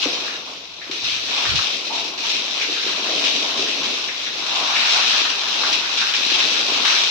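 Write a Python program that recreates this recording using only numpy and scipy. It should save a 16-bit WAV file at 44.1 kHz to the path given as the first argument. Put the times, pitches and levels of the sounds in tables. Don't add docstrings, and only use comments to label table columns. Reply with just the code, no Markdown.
import sys
import numpy as np
from scipy import signal
from scipy.fft import rfft, irfft, next_fast_len
from scipy.io import wavfile
from scipy.ndimage import uniform_filter1d, minimum_filter1d

SR = 44100
rng = np.random.default_rng(int(sys.argv[2]) if len(sys.argv) > 2 else 0)


def to_wav(s):
    ch = np.atleast_2d(s).T
    pcm = np.round(np.clip(ch, -1, 1) * 32767)
    wavfile.write(sys.argv[1], SR, pcm.astype(np.int16))


def gain_from_db(level_db):
    decades = np.asarray(level_db, float) / 20
    return 10 ** decades


N = 313110


def evened(x):
    return x / np.sqrt(np.mean(x ** 2) + 1e-20)


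def read(points, hz):
    f, value = np.transpose(points)
    return np.interp(np.log(hz + 1), np.log(f + 1), value)


def add(mix, s, sound):
    part = mix[round(s * SR):][:len(sound)]
    part += sound[:len(part)]


def humps(rows):
    t = np.arange(0, N, 64) / SR
    out = np.zeros(len(t))
    for s, height, half_s in rows:
        out += height * np.exp(-((t - s) / half_s) ** 2)
    return np.interp(np.arange(N) / SR, t, out)


def coloured(x, points):
    level_db = np.maximum(read(points, abs(np.fft.fftfreq(8192, 1 / SR))), -100)
    log_gain = level_db * np.log(10) / 20
    taps = np.fft.ifft(np.exp(np.conj(signal.hilbert(log_gain)))).real[:4096]
    return signal.oaconvolve(x, taps[None], axes=1)[:, :N]


# frequency_hz, level_db
RUMBLE = [(15, -50), (25, -17), (59, -10.5), (92, 0.5), (135, -8), (170, 4), (220, -23), (370, -120)]


def rumble():
    return gain_from_db(-61) * evened(coloured(rng.standard_normal((2, N)), RUMBLE))


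# frequency_hz, t60_s
ROOM = [(200, 0.51), (1000, 0.81), (4000, 0.16), (12000, 0.039)]


def room(x, wet_db):
    hz, t, z = signal.stft(rng.standard_normal((2, SR // 2)), SR, nperseg=256)
    t60 = np.maximum(read(ROOM, hz), .05)
    tail = signal.istft(z * gain_from_db(-60 * t / t60[:, None]), SR, nperseg=256)[1]
    tail[:, :130] = 0
    return x + gain_from_db(wet_db) * signal.oaconvolve(x, tail / np.linalg.norm(tail[0]), axes=1)[:, :N]


# middle_s, peak_db, half_length_s
PUFFS = [
    (1.066, -50.5, 0.028),
    (1.124, -58, 0.027),
    (1.192, -59, .025),
    (1.26, -62, .035),
    (1.53, -38, 0.052),
    (1.603, -50.5, .03),
    (3.526, -64, .04),
    (3.592, -58, .03),
    (3.945, -74, 0.03),
]
# frequency_hz, level_db
PUFF = [(12, -49), (20, -19), (97, 0.5), (152, -5), (216, -15.5), (257, -50), (320, -14), (420, -66),
        (700, -120)]


def puffs():
    level = humps([(s, gain_from_db(db), half_s) for s, db, half_s in PUFFS])
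    air = evened(coloured(rng.standard_normal((1, N)), PUFF))[0]
    return air * level * gain_from_db(11.5) * np.array([[.03], [1]])


def bursts(rows, knock_db, cycles, t60, width):
    out = np.zeros((2, N))
    t = np.arange(SR // 3) / SR
    wide = 1 + width
    for s, db, hz in rows:
        band = signal.butter(2, [hz / wide, hz * wide], "bandpass", fs=SR, output="sos")
        knock = signal.sosfilt(band, np.sin(2 * np.pi * hz * t) * np.exp(-t * hz / cycles))
        knock *= gain_from_db(knock_db) / abs(knock).max()
        foam = evened(signal.sosfilt(band, rng.standard_normal((2, len(t))))) * gain_from_db(-60 * t / t60)
        foam *= 0.35 * np.minimum(t / 0.0015, 1)
        for side, side_foam in zip(out, foam):
            add(side, s, gain_from_db(db) * (knock + side_foam))
    return out


# start_s, peak_db, centre_hz
THUDS = [
    (0.056, -19, 510),
    (0.059, -18, 292),
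    (0.389, -33, 525),
    (0.896, -27.5, 338),
    (2.096, -31, 376),
    (2.684, -21.5, 435),
    (2.863, -22, 416),
    (3.59, -21, 374),
    (3.793, -25, 275),
    (6.317, -25, 330),
]


def thuds():
    return bursts(THUDS, knock_db=-4.0, cycles=1.86, t60=0.11, width=0.5)


# start_s, peak_db, centre_hz
BLOOPS = [
    (1.901, -20, 860),
    (6.851, -20, 1060),
]


def bloops():
    return bursts(BLOOPS, knock_db=-11.0, cycles=0.77, t60=0.4, width=0.22)


# start_s, peak_db, centre_hz
SLAPS = [(0.28, -19.5, 1510), (0.814, -23.5, 2050), (1.048, -33, 2360), (1.453, -13.5, 1540),
         (1.59, -17, 1310), (2.613, -12, 2370), (3.979, -23.5, 1230), (4.086, -17.5, 2100),
         (4.268, -22, 1880), (4.62, -20, 1140), (4.76, -9.5, 2300), (5.252, -15, 1430), (5.635, -13, 1440),
         (6.014, -14, 1440), (6.14, -12, 2440), (6.85, -10, 1570)]


def slaps():
    return bursts(SLAPS, knock_db=-5.5, cycles=0.5, t60=0.19, width=0.25)


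# start_s, peak_db
TICKS = [(0.0209, -12), (0.9128, -15), (1.0455, -14), (1.4321, -11), (1.5569, -6), (1.6706, -13),
         (2.2942, -12), (3.1627, -9), (3.241, -8), (3.6765, -13), (3.8342, -11), (4.8988, -7), (5.7289, -6),
         (5.7334, -7), (5.7434, -5), (5.7574, -9), (5.9753, -10), (6.1384, -10), (6.2662, -9), (6.3934, -8),
         (6.8553, -6), (7.0369, -8)]


def ticks():
    click = coloured(signal.unit_impulse((1, 600), (0, 0)), SPRAY)[0]
    click /= abs(click).max()
    out = np.zeros((2, N))
    pans_db = 3.4 + 1.2 * rng.standard_normal(len(TICKS))
    for (s, db), pan_db in zip(TICKS, pans_db):
        for side, way in zip(out, (.5, -.5)):
            add(side, s, -gain_from_db(db - .5 + way * pan_db) * click)
    return out


def drops(per_s, spread_db, blur, surge_db):
    lot, fine = rng.random((2, N)), rng.standard_normal((2, N))
    chance = per_s / SR
    rarity = np.minimum(np.log(chance / (lot + 1e-12)), 4.2)
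    size = gain_from_db(spread_db * rarity) * (lot < chance)
    rain = np.sqrt(1 - blur) * evened(size * np.sign(fine)) + np.sqrt(blur) * fine
    surge = signal.lfilter([1], [1, -np.exp(-1 / (0.055 * SR))], rng.random(N) < 60 / SR)
    return rain * gain_from_db(surge_db * evened(surge - surge.mean()))


def layer(rain, points, level_db, patchy_db):
    hz, t, z = signal.stft(coloured(rain, points), SR, nperseg=512)
    patches = rng.standard_normal(z.shape[:0:-1]).T
    patches = uniform_filter1d(patches, size=6, axis=0)
    patches = evened(uniform_filter1d(patches, size=10, axis=1))
    x = signal.istft(z * gain_from_db(patchy_db * patches), SR, nperseg=512)[1][:, :N]
    return evened(x) * gain_from_db(level_db)


# frequency_hz, level_db
DRUM = [(88, -38.5), (150, -13.5), (210, -7), (280, 1), (329, -1.5), (400, 0), (434, 0), (507, -1.5),
        (700, -2.5), (910, -21), (1540, -120)]


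def drum(drum_db):
    rain = drops(per_s=300, spread_db=5.5, blur=0.71, surge_db=0.7)
    return layer(rain, DRUM, drum_db + 0.53, patchy_db=1.5)


# frequency_hz, level_db
SPLASH = [(380, -33), (650, -8), (910, -4.5), (1070, -3), (1250, -7), (1620, -12.5), (2750, -120)]


def splash(splash_db):
    rain = drops(per_s=570, spread_db=1.5, blur=0.47, surge_db=2.15)
    return layer(rain, SPLASH, splash_db + 3.5, patchy_db=0.1)


# frequency_hz, level_db
FROTH = [(740, -33), (1250, 3.5), (1750, 5), (1960, -1), (2100, -2.5), (2730, -4), (4620, -120)]


def froth(froth_db):
    rain = drops(per_s=1200, spread_db=2.0, blur=0.69, surge_db=2.5)
    return layer(rain, FROTH, froth_db + 3.5, patchy_db=1.5)


# frequency_hz, level_db
MIST = [(6000, -40), (9000, -9), (9500, -11), (10100, -4.5), (10900, -5), (11900, 1), (12700, -4.5),
        (14700, -1.5), (15600, -8), (16500, -30)]


def mist(mist_db):
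    rain = drops(per_s=3700, spread_db=0.5, blur=0.91, surge_db=0.0)
    return layer(rain, MIST, mist_db, patchy_db=1.0)


# frequency_hz, level_db
SPRAY = [(1120, -43), (1900, -13.5), (2560, -1), (3000, -2.5), (3930, 0.5), (4560, -5.5), (5850, -6.5),
         (6560, -16.5), (8360, -31.5), (9500, -44), (12400, -80), (20900, -120)]


def spray(spray_db):
    rain = drops(per_s=3100, spread_db=7.5, blur=0.77, surge_db=0.6)
    return layer(rain, SPRAY, spray_db + 2.5, patchy_db=1.0)


# time_s, spray_db
JET = [(0, -25.5), (.28, -29.5), (.66, -38.5), (.79, -39.5), (1.07, -24), (1.56, -24), (1.8, -27.5),
       (2.3, -26.5), (3.0, -26), (3.26, -20.5), (3.58, -25.5), (3.85, -24), (4.15, -29), (4.45, -27.5),
       (4.94, -17.5), (5.4, -24), (6.35, -19), (7.1, -23)]
# time_s, amount_db, aim (0 hollow foot of the wall, 1 hard rafters)
HEAVY = [(0, -34.5, 0.7), (.3, -43, -0.24), (.7, -53, -0.13), (1.25, -43, 0.047), (1.4, -38, 0.32),
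         (1.75, -44.5, -0.45), (2.8, -42, 0.067), (3.06, -37.5, -0.49), (3.3, -38, -0.21),
         (3.85, -41, -0.73), (4.2, -43, 0.23), (4.65, -33, 0.96), (5.0, -34, 1), (5.4, -38, 0.42),
         (5.63, -36, 0.3), (6.2, -38, 0.34), (6.65, -34, 0.23), (7.1, -39.5, 0.55)]
# middle_s, change_db, half_length_s
WAVERS = [(.04, 3.5, 0.034), (.14, 1.5, 0.016), (.43, -3, 0.036), (.94, 2, 0.06), (1.02, -1.5, 0.039),
          (1.22, -3.5, 0.065), (1.66, 1.5, 0.21), (1.8, -3, 0.053), (2.0, 2.5, 0.014), (2.16, -5.5, 0.06),
          (2.31, 4, 0.15), (2.43, -3.5, .06), (2.63, 2, 0.026), (2.73, 2, 0.056), (2.89, 2.5, .05),
          (3.0, -0.5, 0.09), (4.13, -1.5, .04), (4.27, 1, .03), (4.31, -3.5, 0.023), (4.57, 2.5, 0.068),
          (5.06, -2.5, 0.045), (5.34, -2, 0.028), (5.46, -0.5, 0.022), (5.72, 3, 0.038), (5.85, -3, 0.095),
          (6.1, -2.5, 0.19), (6.36, 1, .03), (6.68, -3, 0.18), (6.82, -2.5, 0.053), (6.9, 5, 0.23)]
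# start_s, jump_db
GUSHES = [(.021, 4), (.913, 11), (1.045, 5), (1.557, 7), (1.927, 5), (2.177, 8), (2.294, 4), (3.241, 3),
          (3.576, 5), (3.834, 5), (5.299, 4), (5.728, 4), (5.975, 6), (6.138, 5), (6.301, 4), (6.393, 5),
          (6.851, 4)]


def jet():
    t = np.arange(N) / SR
    waver_db = humps(WAVERS)
    spray_db = np.interp(t, *np.transpose(JET)) + waver_db
    s, *columns = np.transpose(HEAVY)
    heavy_db, aim = (np.interp(t, s, c) for c in columns)
    froth_db = -10.5 + 0.75 * spray_db + 0.31 * heavy_db + 3.5 * aim
    splash_db = heavy_db + 0.32 * waver_db
    drum_db = splash_db - 8.5 * aim
    step_db = np.zeros(N)
    for at, jump_db in GUSHES:
        step_db += jump_db / 2 * np.tanh((t - at) / .0008) * np.exp(-abs(t - at) / .03)
    mist_db = -34.5 + 0.8 * spray_db + 0.2 * step_db
    fine = spray(spray_db + step_db) + mist(mist_db)
    return fine + froth(froth_db + 1.3 * step_db) + splash(splash_db) + drum(drum_db)


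# frequency_hz, likeness (0-1)
SAME = [(60, 0.9), (130, 0.91), (290, 0.93), (640, 0.61), (1410, 0), (3100, -0.0), (6820, 0.0085),
        (15000, 0)]
# frequency_hz, difference_db
LEFT_DB = [(60, 0.0), (92, -0.5), (140, 4), (210, 2), (330, 2.5), (500, 2), (770, 1.0), (1170, 1.5),
           (1790, 2), (2740, 4), (4190, 4.0), (6410, -1), (9810, 13.5), (15000, 2.5)]


def ports(x):
    size = next_fast_len(N)
    hz = np.fft.rfftfreq(size, 1 / SR)
    left, other = rfft(x, size)
    same, tilt_db = read(SAME, hz), read(LEFT_DB, hz) / 2
    right = same * left + np.sqrt(1 - same ** 2) * other
    return irfft(np.array([left * gain_from_db(tilt_db), right * gain_from_db(-tilt_db)]), size)[:, :N]


def scene():
    slugs = slaps() + bloops() + thuds()
    water = ports(jet() + room(slugs, wet_db=-8.0) + rumble())
    return water + room(ticks(), wet_db=-3.0) + puffs()


def limiter(x):
    over = np.maximum(abs(x).max(axis=0) / .92, 1)
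    return x * uniform_filter1d(minimum_filter1d(1 / over, size=257), size=129)


def sparse_treble(x, under_db, wobble_db):
    window = np.sqrt(signal.windows.hann(2048, sym=False))
    hz, t, z = signal.stft(x, SR, window, nperseg=2048)
    power = uniform_filter1d(abs(z) ** 2, size=3, axis=1)
    usual = power[:, (hz > 10000) & (hz < 15000)].mean(axis=1, keepdims=True)
    wobble = np.repeat(rng.standard_normal((len(t), 129, 2)).T, 8, axis=1)[:, :len(hz)]
    threshold = usual * gain_from_db(2 * (under_db + wobble_db * wobble))
    faint = (power < threshold) & (hz > 6000)[:, None]
    return signal.istft(z * ~faint, SR, window, nperseg=2048)[1][:, :N]


def low_pass(x):
    return signal.sosfilt(signal.butter(12, 15750, fs=SR, output="sos"), x)


def record(dry):
    finished = sparse_treble(limiter(dry), under_db=2.2, wobble_db=2.2)
    return low_pass(finished)


dry = scene()
out = record(dry)
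to_wav(out)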